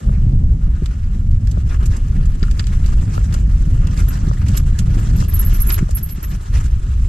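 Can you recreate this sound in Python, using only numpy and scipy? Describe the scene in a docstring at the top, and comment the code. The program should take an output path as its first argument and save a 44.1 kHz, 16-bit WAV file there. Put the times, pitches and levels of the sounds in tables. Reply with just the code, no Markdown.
"""A rough dirt trail in the mountains, from the stereo microphone of a camera worn by a cyclist riding down.
Wind buffets the two microphone ports; jolts thump the camera's mount and knock its housing.
Just below, tyres crunch over grit, chain and cables clack on the frame, and flung stones tick against it.
As the rider slows, the pad grabs the brake disc in short, very high chirps."""
import sys
import numpy as np
from scipy import signal
from scipy.io import wavfile
from scipy.ndimage import uniform_filter1d, minimum_filter1d

SR = 44100
rng = np.random.default_rng(int(sys.argv[2]) if len(sys.argv) > 2 else 0)


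def bounce(signal):
    """Save signal as a 16-bit WAV file at the path given by the first command-line argument."""
    frames = np.transpose(np.atleast_2d(signal))
    limited = np.clip(frames, -1, 1)
    pcm = np.round(limited * 32767).astype(np.int16)
    wavfile.write(sys.argv[1], SR, pcm)


N = 312228
TIME = np.arange(N) / SR

# Resonances of the bike. Each row: frequency in Hz, width in Hz, gain in dB.
FRAME_MODES = [(387, 62, 3.5), (1244, 124, 0.5), (1420, 49, 1), (1690, 130, -1), (2780, 160, -6),
               (7560, 240, -11.5)]


def from_db(db):
    """Decibels to gain."""
    return 10 ** (np.asarray(db) / 20)


def rms_one(x):
    """Scale to unit power."""
    return x / np.sqrt(np.mean(x ** 2) + 1e-20)


def pan(db):
    """Gains of the two channels, the left `db` above the right."""
    return from_db([[db / 2], [-db / 2]])


def in_time(rows):
    """The columns of a curve at every sample."""
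    s, *columns = np.transpose(rows)
    return [np.interp(TIME, s, c) for c in columns]


def at_hz(rows, hz):
    """The columns of a spectrum at one frequency."""
    f, *columns = np.transpose(rows)
    return [np.interp(np.log(hz), np.log(f), c) for c in columns]


def share(hz, low_hz, high_hz):
    """Crossfade over log frequency: 0 below low_hz, 1 above high_hz."""
    return np.clip(np.log(hz / low_hz) / np.log(high_hz / low_hz), 0, 1)


def band(x, low_hz, high_hz, order=2):
    """Causal band-pass."""
    sos = signal.butter(order, [low_hz, min(high_hz, .45 * SR)], "band", fs=SR, output="sos")
    return signal.sosfilt(sos, x)


def drift(rate_hz):
    """Smooth random wander, mostly slower than rate_hz, with a spread of about 1."""
    step, settle = 20, 4000
    pole = np.exp(-2 * np.pi * rate_hz * step / SR)
    white = rng.standard_normal(N // step + settle + 2)
    slow = signal.lfilter([1], [1, -2 * pole, pole * pole], white)[settle:]
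    return np.interp(np.arange(N) / step, np.arange(len(slow)), rms_one(slow))


def swell_of(start_s, length_s, attack_s, release_s):
    """Attack, hold and release of one event."""
    age = np.clip(TIME - start_s, 0, 1.5)
    return (1 - np.exp(-(age / attack_s) ** 2)) * np.exp(-np.maximum(age - length_s, 0) / release_s)


def grains(per_s, spread_db, decay_s):
    """Envelope of tiny random impacts, at unit power."""
    sizes = from_db(spread_db * np.minimum(rng.exponential(1, N), 4))
    born = rng.random(N) < per_s / SR
    power = signal.lfilter([1], [1, -np.exp(-2 / (decay_s * SR))], born * sizes ** 2 + 1e-12)
    return rms_one(np.sqrt(power))


def blows(hits, modes, attack_s, detune, uneven_db):
    """Hits (s, dB) ring a body's modes (Hz, t60 s, dB), each time with new strengths and tunings."""
    age, out = TIME[:SR // 5], np.zeros(N + SR)
    for s, db in hits:
        ring = 0
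        for k, (hz, t60, mode_db) in enumerate(modes):
            decay = from_db(mode_db + rng.normal(0, uneven_db) - 60 * age / t60)
            ring = ring + decay * (-1) ** k * np.sin(2 * np.pi * hz * rng.normal(1, detune) * age)
        start = round(s * SR)
        out[start:start + len(age)] += from_db(db) * ring * (1 - np.exp(-age / attack_s))
    return out[:N]


def port_noise(colour):
    """Noise at the two microphone ports in third octaves (Hz, stereo sound); unit power in mono."""
    # The stereo image. Each row: frequency in Hz, left-right likeness, left minus right in dB.
    ports = [(100, .999, 0), (220, .97, 0), (310, .72, -1), (400, 0, -2), (520, -.7, 1), (900, -.82, 1),
             (1300, -.45, 7), (1800, .55, 2), (3200, .9, 0), (4400, .6, -4), (5600, -.25, -7),
             (8000, 0, -9), (11000, 0, -3)]
    edges = 2 ** np.arange(np.round(np.log2(colour[0][0])), np.log2(colour[-1][0]) + 1 / 6, 1 / 3)
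    white, bands = rng.standard_normal((2, 2, N)), []
    for k, (low, high) in enumerate(zip(edges, edges[1:])):
        hz = np.sqrt(low * high)
        alike, pan_db = at_hz(ports, hz)
        alike = np.clip(alike, -.95, .9995)
        mid, side = band(white[k % 2], low, high, order=3)
        pair = (np.sqrt(1 + alike) * mid + np.sqrt(1 - alike) * side * [[1], [-1]]) * pan(pan_db)
        gain = from_db(at_hz(colour, hz)[0]) * np.sqrt(hz)
        bands.append((hz, gain * pair / pair.mean(axis=0).std()))
    total = np.sqrt(sum(pair.mean(axis=0).var() for hz, pair in bands))
    return [(hz, pair / total) for hz, pair in bands]


def wind(buffet_gain_db=10.0, lumpy_db=2.5, surge_db=2.5):
    """Air on the microphone: big eddies make the rumble surge; small ones buffet higher up, in lumps."""
    # The airflow slackens as the rider slows. Each row: time in seconds, rumble and buffet in relative dB.
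    airflow = [(0, -9.5, -22.5), (.6, -13.5, -28), (.97, -17.5, -32.5), (1.3, -8.5, -25.5),
               (1.76, -14.5, -31.5), (2.7, -12, -28), (3.1, -11.5, -25), (4.7, -12.5, -26.5),
               (5.8, -10.5, -28.5), (5.9, -16, -34), (6.24, -22, -40.5), (6.33, -14, -32),
               (6.44, -25, -41.5), (6.54, -13.5, -32), (7.08, -13.5, -34)]
    # Gusts. Each row: time of the peak in seconds, length in seconds, rise of the buffeting in dB.
    gusts = [(0.332, 0.022, 5), (0.425, 0.068, 7), (2.195, 0.15, 6), (4.988, 0.22, 5.5),
             (5.196, 0.092, 8.5), (6.004, 0.05, 3.5)]
    # The wind's spectrum. Each row: frequency in Hz, relative density in dB.
    colour = [(14, -3), (25, -2), (43, -1.5), (70, -5.5), (120, -7.5), (200, -17.5), (300, -33.5),
              (420, -41), (600, -49.5), (1100, -62.5)]
    rumble_db, buffet_db = in_time(airflow)
    rumble_db += surge_db * drift(16.8)
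    gust_db = sum(db * np.exp(-(2 * (TIME - s) / length) ** 2) for s, length, db in gusts)
    buffet_db += gust_db + buffet_gain_db + lumpy_db * drift(16.8)
    out = 0
    for hz, sound in port_noise(colour):
        small = share(hz, 76, 133)
        out = out + sound * from_db((1 - small) * rumble_db + small * buffet_db)
    return out


def jolts():
    """Bumps come up through the camera mount: thuds in a few damped modes, alike in both channels."""
    # The bumps. Each row: start in seconds, relative level in dB.
    bumps = [(0.82, -13.5), (1.575, -20.5), (2.424, -14), (4.273, -16.5), (4.966, -11), (5.807, -19),
             (5.824, -8.5), (6.18, -20)]
    # The mount's modes. Each row: frequency in Hz, seconds to fall 60 dB, gain in dB.
    mount_modes = [(127.4, 0.037, 13.5), (222, 0.016, 9), (351, 0.039, -3), (544, 0.011, -9.5)]
    return blows(bumps, mount_modes, attack_s=.0043, detune=.07, uneven_db=1.5)


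def knocks(gain_db=4.5, right_db=-3.5):
    """The housing rocks sideways with a hollow knock, pushing on one port as it pulls on the other."""
    # Knocks right at the microphone. Each row: start in seconds, relative level in dB.
    hits = [(0.093, -27.5), (1.573, -26.5), (3.178, -18.5), (3.348, -25), (4.313, -22), (5.225, -24),
            (5.891, -29)]
    # The housing's modes. Each row: frequency in Hz, seconds to fall 60 dB, gain in dB.
    housing_modes = [(440, 0.015, 1.5), (604, .018, 6), (870, 0.013, -1), (1220, 0.0076, 7.5)]
    knock = from_db(gain_db) * blows(hits, housing_modes, attack_s=.00035, detune=.013, uneven_db=2)
    return np.array([knock, -from_db(right_db) * knock])


def stones(right_db=-14.0):
    """A flung stone rings the upper resonances of the frame: a short hard tick, louder on the left."""
    # Stone strikes. Each row: start in seconds, relative level in dB.
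    hits = [(2.436, -24), (2.482, -29.5), (3.177, -27)]
    tubes = [(hz, np.log(1000) / (np.pi * width), db) for hz, width, db in FRAME_MODES[1:]]
    tick = blows(hits, tubes, attack_s=.0002, detune=.02, uneven_db=2)
    return np.array([tick, from_db(right_db) * tick])


def frame(shake):
    """Frame and wheels ring briefly with whatever shakes them."""
    return shake + sum(from_db(db) * signal.lfilter(*signal.iirpeak(hz, hz / width, fs=SR), shake)
                       for hz, width, db in FRAME_MODES)


def tyre_levels(rolling_grit_db=-1.5):
    """Rolling and scrapes add in power: levels of the crunch and of the fine grit in dB."""
    # Steady rolling, louder on rougher ground. Each row: time in seconds, relative level in dB.
    rolling = [(0, -53), (.45, -61), (.9, -59), (1.42, -58.5), (1.8, -51.5), (2.08, -55), (2.95, -50.5),
               (3.72, -53), (4.1, -49), (4.72, -51.5), (5.15, -48.5), (5.7, -45), (5.98, -55), (6.3, -51),
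               (7.08, -53.5)]
    # A tyre bites or slides in loose soil.
    # Each row: start in seconds, length in seconds, crunch in relative dB, grit's offset from it in dB.
    scrapes = [(0.11, 0.06, -49, -20), (0.591, 0.56, -56, -6.5), (1.686, 0.064, -41.5, -7.5),
               (1.787, 0.046, -42, -9), (1.907, 0.076, -45.5, -8), (2.134, 0.15, -51.5, -9),
               (2.7, 0.036, -41.5, -6.5), (3.109, 0.088, -47.5, 2), (3.3, 0.064, -46, -19),
               (3.8, 0.08, -45.5, -19), (3.95, 0.27, -46, -2), (4.395, 0.039, -46, -18),
               (4.453, 0.15, -46, -0.5), (4.98, 0.13, -49.5, 0), (5.162, 0.1, -51.5, 7.5),
               (5.528, 0.026, -44, 5.5), (5.685, 0.023, -34, 0), (5.768, 0.018, -36, -4),
               (5.962, 0.021, -42, 3.5), (6.079, 0.026, -50, 6.5), (6.216, .018, -47, -3),
               (6.301, 0.051, -44, -2.5), (6.513, 0.1, -47, -0.5), (6.625, 0.043, -55, 10)]
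    rolling_db, = in_time(rolling)
    crunch, grit = from_db(rolling_db), from_db(rolling_db + rolling_grit_db)
    for s, length, db, grit_db in scrapes:
        scrape = from_db(db) * swell_of(s, length, attack_s=.015, release_s=.013)
        crunch = np.hypot(crunch, scrape)
        grit = np.hypot(grit, scrape * from_db(grit_db))
    return 20 * np.log10(crunch), 20 * np.log10(grit)


def tyres(grit_gain_db=5.0, grain_db=-2.5, patchy_db=3.5, usual_ground_db=-51):
    """Knobs crush soil and throw grit: dense grains over a smooth rush, patchier on rough ground."""
    # The spectrum of tyres on dirt. Each row: frequency in Hz, relative density in dB.
    colour = [(280, 11.5), (400, -2), (540, -4), (850, -3.5), (1250, -1.5), (2200, -2.5), (4200, -10.5),
              (7800, -10), (9500, -19), (13500, -22)]
    crunch_db, grit_db = tyre_levels()
    crackle = np.hypot(1, from_db(grain_db) * grains(per_s=940, spread_db=1, decay_s=.0017))
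    uneven_db = patchy_db * np.minimum(1, from_db(crunch_db - usual_ground_db))
    ground, out = drift(25), 0
    for hz, sound in port_noise(colour):
        fine = share(hz, 1800, 5100)
        level_db = (1 - fine) * crunch_db + fine * (grit_db + grit_gain_db)
        patches = (ground + drift(30)) / np.sqrt(2)  # half common to all bands, half this band's own
        out = out + sound * from_db(level_db + uneven_db * patches)
    return out * crackle


def clacks(bright_db=-8.0, heavy_db=5.0, gather_s=.0026, strike_s=.00026, decay_s=.0076, snap_s=.0032):
    """Chain and cables hit the frame in quick clusters; heavy blows reach lower, with a metallic snap."""
    # The clacks. Each row: time of the peak in seconds, relative level in dB, weight of the blow in dB.
    hits = [(0.324, -47, -6), (0.8593, -32, -5), (1.313, -46, -7), (1.473, -37.5, -8.5), (1.514, -31, -16),
            (1.8603, -22.5, -42), (1.9683, -30, -31), (2.257, -35, -15), (2.4293, -40.5, 8.5),
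            (2.512, -29, -11.5), (2.59, -38, -4), (2.595, -34, 8.5), (2.641, -49, 8), (2.6696, -30.5, -8),
            (2.862, -28.5, -13), (3.326, -36, -4), (3.3422, -22.5, -12.5), (3.871, -31.5, -9.5),
            (3.975, -37, -2), (4.485, -26, -13), (4.574, -14.5, -22), (4.791, -17, -16.5),
            (5.704, -26.5, -2.5), (5.743, -25, -12), (5.91, -25.5, -46)]
    # The clatter's spectrum. Each row: frequency in Hz, relative density in dB.
    colour = [(600, -13), (1700, 4), (4500, 2), (7500, 7.5), (10000, -8.5), (14000, 2)]
    # Ringing metal. Each row: frequency and width in Hz, gain in dB for a heavy blow and for a light one.
    metal_modes = [(2830, 480, -11, -18.5), (3630, 940, -5, -34), (4730, 480, -2, -41),
                   (7100, 910, -24, -12.5)]
    bright, heavy, snap = np.zeros((3, N))
    for s, db, weight_db in hits:
        near = slice(int((s - .03) * SR), int((s + .15) * SR))
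        age = TIME[near] - s
        blow = from_db(db + weight_db + heavy_db)
        bright[near] += from_db(db + bright_db) * np.exp(np.minimum(age / gather_s, -age / decay_s))
        heavy[near] += blow * np.exp(np.minimum(age / strike_s, -age / decay_s))
        snap[near] += blow * np.exp(np.minimum(age / strike_s, -age / snap_s))
    clatter = ring = 0
    for hz, sound in port_noise(colour):
        high = share(hz, 1300, 10300)
        clatter = clatter + sound * (high * bright + (1 - high) * heavy)
    for hz, width, snap_db, light_db in metal_modes:
        mode = rms_one(band(rng.standard_normal((2, N)), hz - width / 2, hz + width / 2))
        ring = ring + mode * (from_db(snap_db) * snap + from_db(light_db) * bright)
    links = grains(per_s=1000, spread_db=0, decay_s=.0028)
    return clatter * links + ring * pan(-2)


def brake(disc_hz=11365, bite_db=3.5, bite_s=.014, wander_hz=105, flutter_db=2.5):
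    """The pad bites, the disc sings while held and rings out; stick and slip roughen pitch and level."""
    # The pad grabs the disc. Each row: start in seconds, length in seconds, relative level in dB.
    grabs = [(4.083, .0066, -30), (4.566, 0.004, -23), (4.99, 0.013, -45.5), (5.16, 0.011, -39.5),
             (5.281, 0.024, -29.5), (5.335, 0.025, -25.5), (5.39, 0.018, -21.5), (5.445, 0.039, -31.5),
             (5.532, 0.035, -32), (5.6, 0.024, -20), (5.666, 0.029, -23), (5.717, 0.026, -19.5),
             (5.947, 0.027, -23.5), (6.027, 0.017, -25.5), (6.067, 0.04, -42.5), (6.108, 0.029, -35.5),
             (6.225, 0.028, -33), (6.287, 0.022, -47)]
    # A firm grab pulls the note down, and it creeps up as the wheel slows.
    sag_hz_per_db, creep_hz_per_s = 15, 38
    firm_grab_s, firm_grab_db = 5.6, -20
    swell, weighted_hz = np.full(N, 1e-12), np.full(N, 1e-12 * disc_hz)
    for s, length, db in grabs:
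        hz = disc_hz - sag_hz_per_db * (db - firm_grab_db) + creep_hz_per_s * (s - firm_grab_s)
        level_db = db + bite_db * np.exp(-np.abs(TIME - s) / bite_s)
        grab = from_db(level_db) * swell_of(s, length, attack_s=.0031, release_s=.011)
        swell += grab
        weighted_hz += grab * hz
    pitch = weighted_hz / swell + wander_hz * drift(164)
    path_shift = np.array([3.2 * drift(24), np.zeros(N)])  # the moving bike shifts the path to the ports
    phase = 2 * np.pi * np.cumsum(pitch) / SR + path_shift
    # The camera's converter mirrors so high a tone, the more strongly the nearer it lies to the fold.
    fold_hz, hz_per_db = 12000, 110
    mirror_gain = from_db(-np.abs(fold_hz - pitch) / hz_per_db)
    mirror = mirror_gain * np.sin(2 * np.pi * 2 * fold_hz * TIME - phase)
    return swell * from_db(flutter_db * drift(140)) * (np.sin(phase) + mirror) * pan(-4)


def scene():
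    """Wind, jolts and knocks right at the microphone, the bike just below it."""
    return wind() + jolts() + knocks() + frame(tyres() + clacks()) + stones() + brake()


def record(dry, ceiling=0.74, cutoff_hz=13600):
    """The camera's look-ahead limiter holds the gusts down; a steep low-pass cuts the top."""
    allowed = np.minimum(1, ceiling / (np.abs(dry).max(axis=0) + 1e-9))
    held = minimum_filter1d(allowed, size=900)
    gain = uniform_filter1d(uniform_filter1d(held, size=450), size=450)
    return signal.sosfilt(signal.ellip(10, .1, 80, cutoff_hz, fs=SR, output="sos"), dry * gain)


dry = scene()
out = record(dry)
bounce(out)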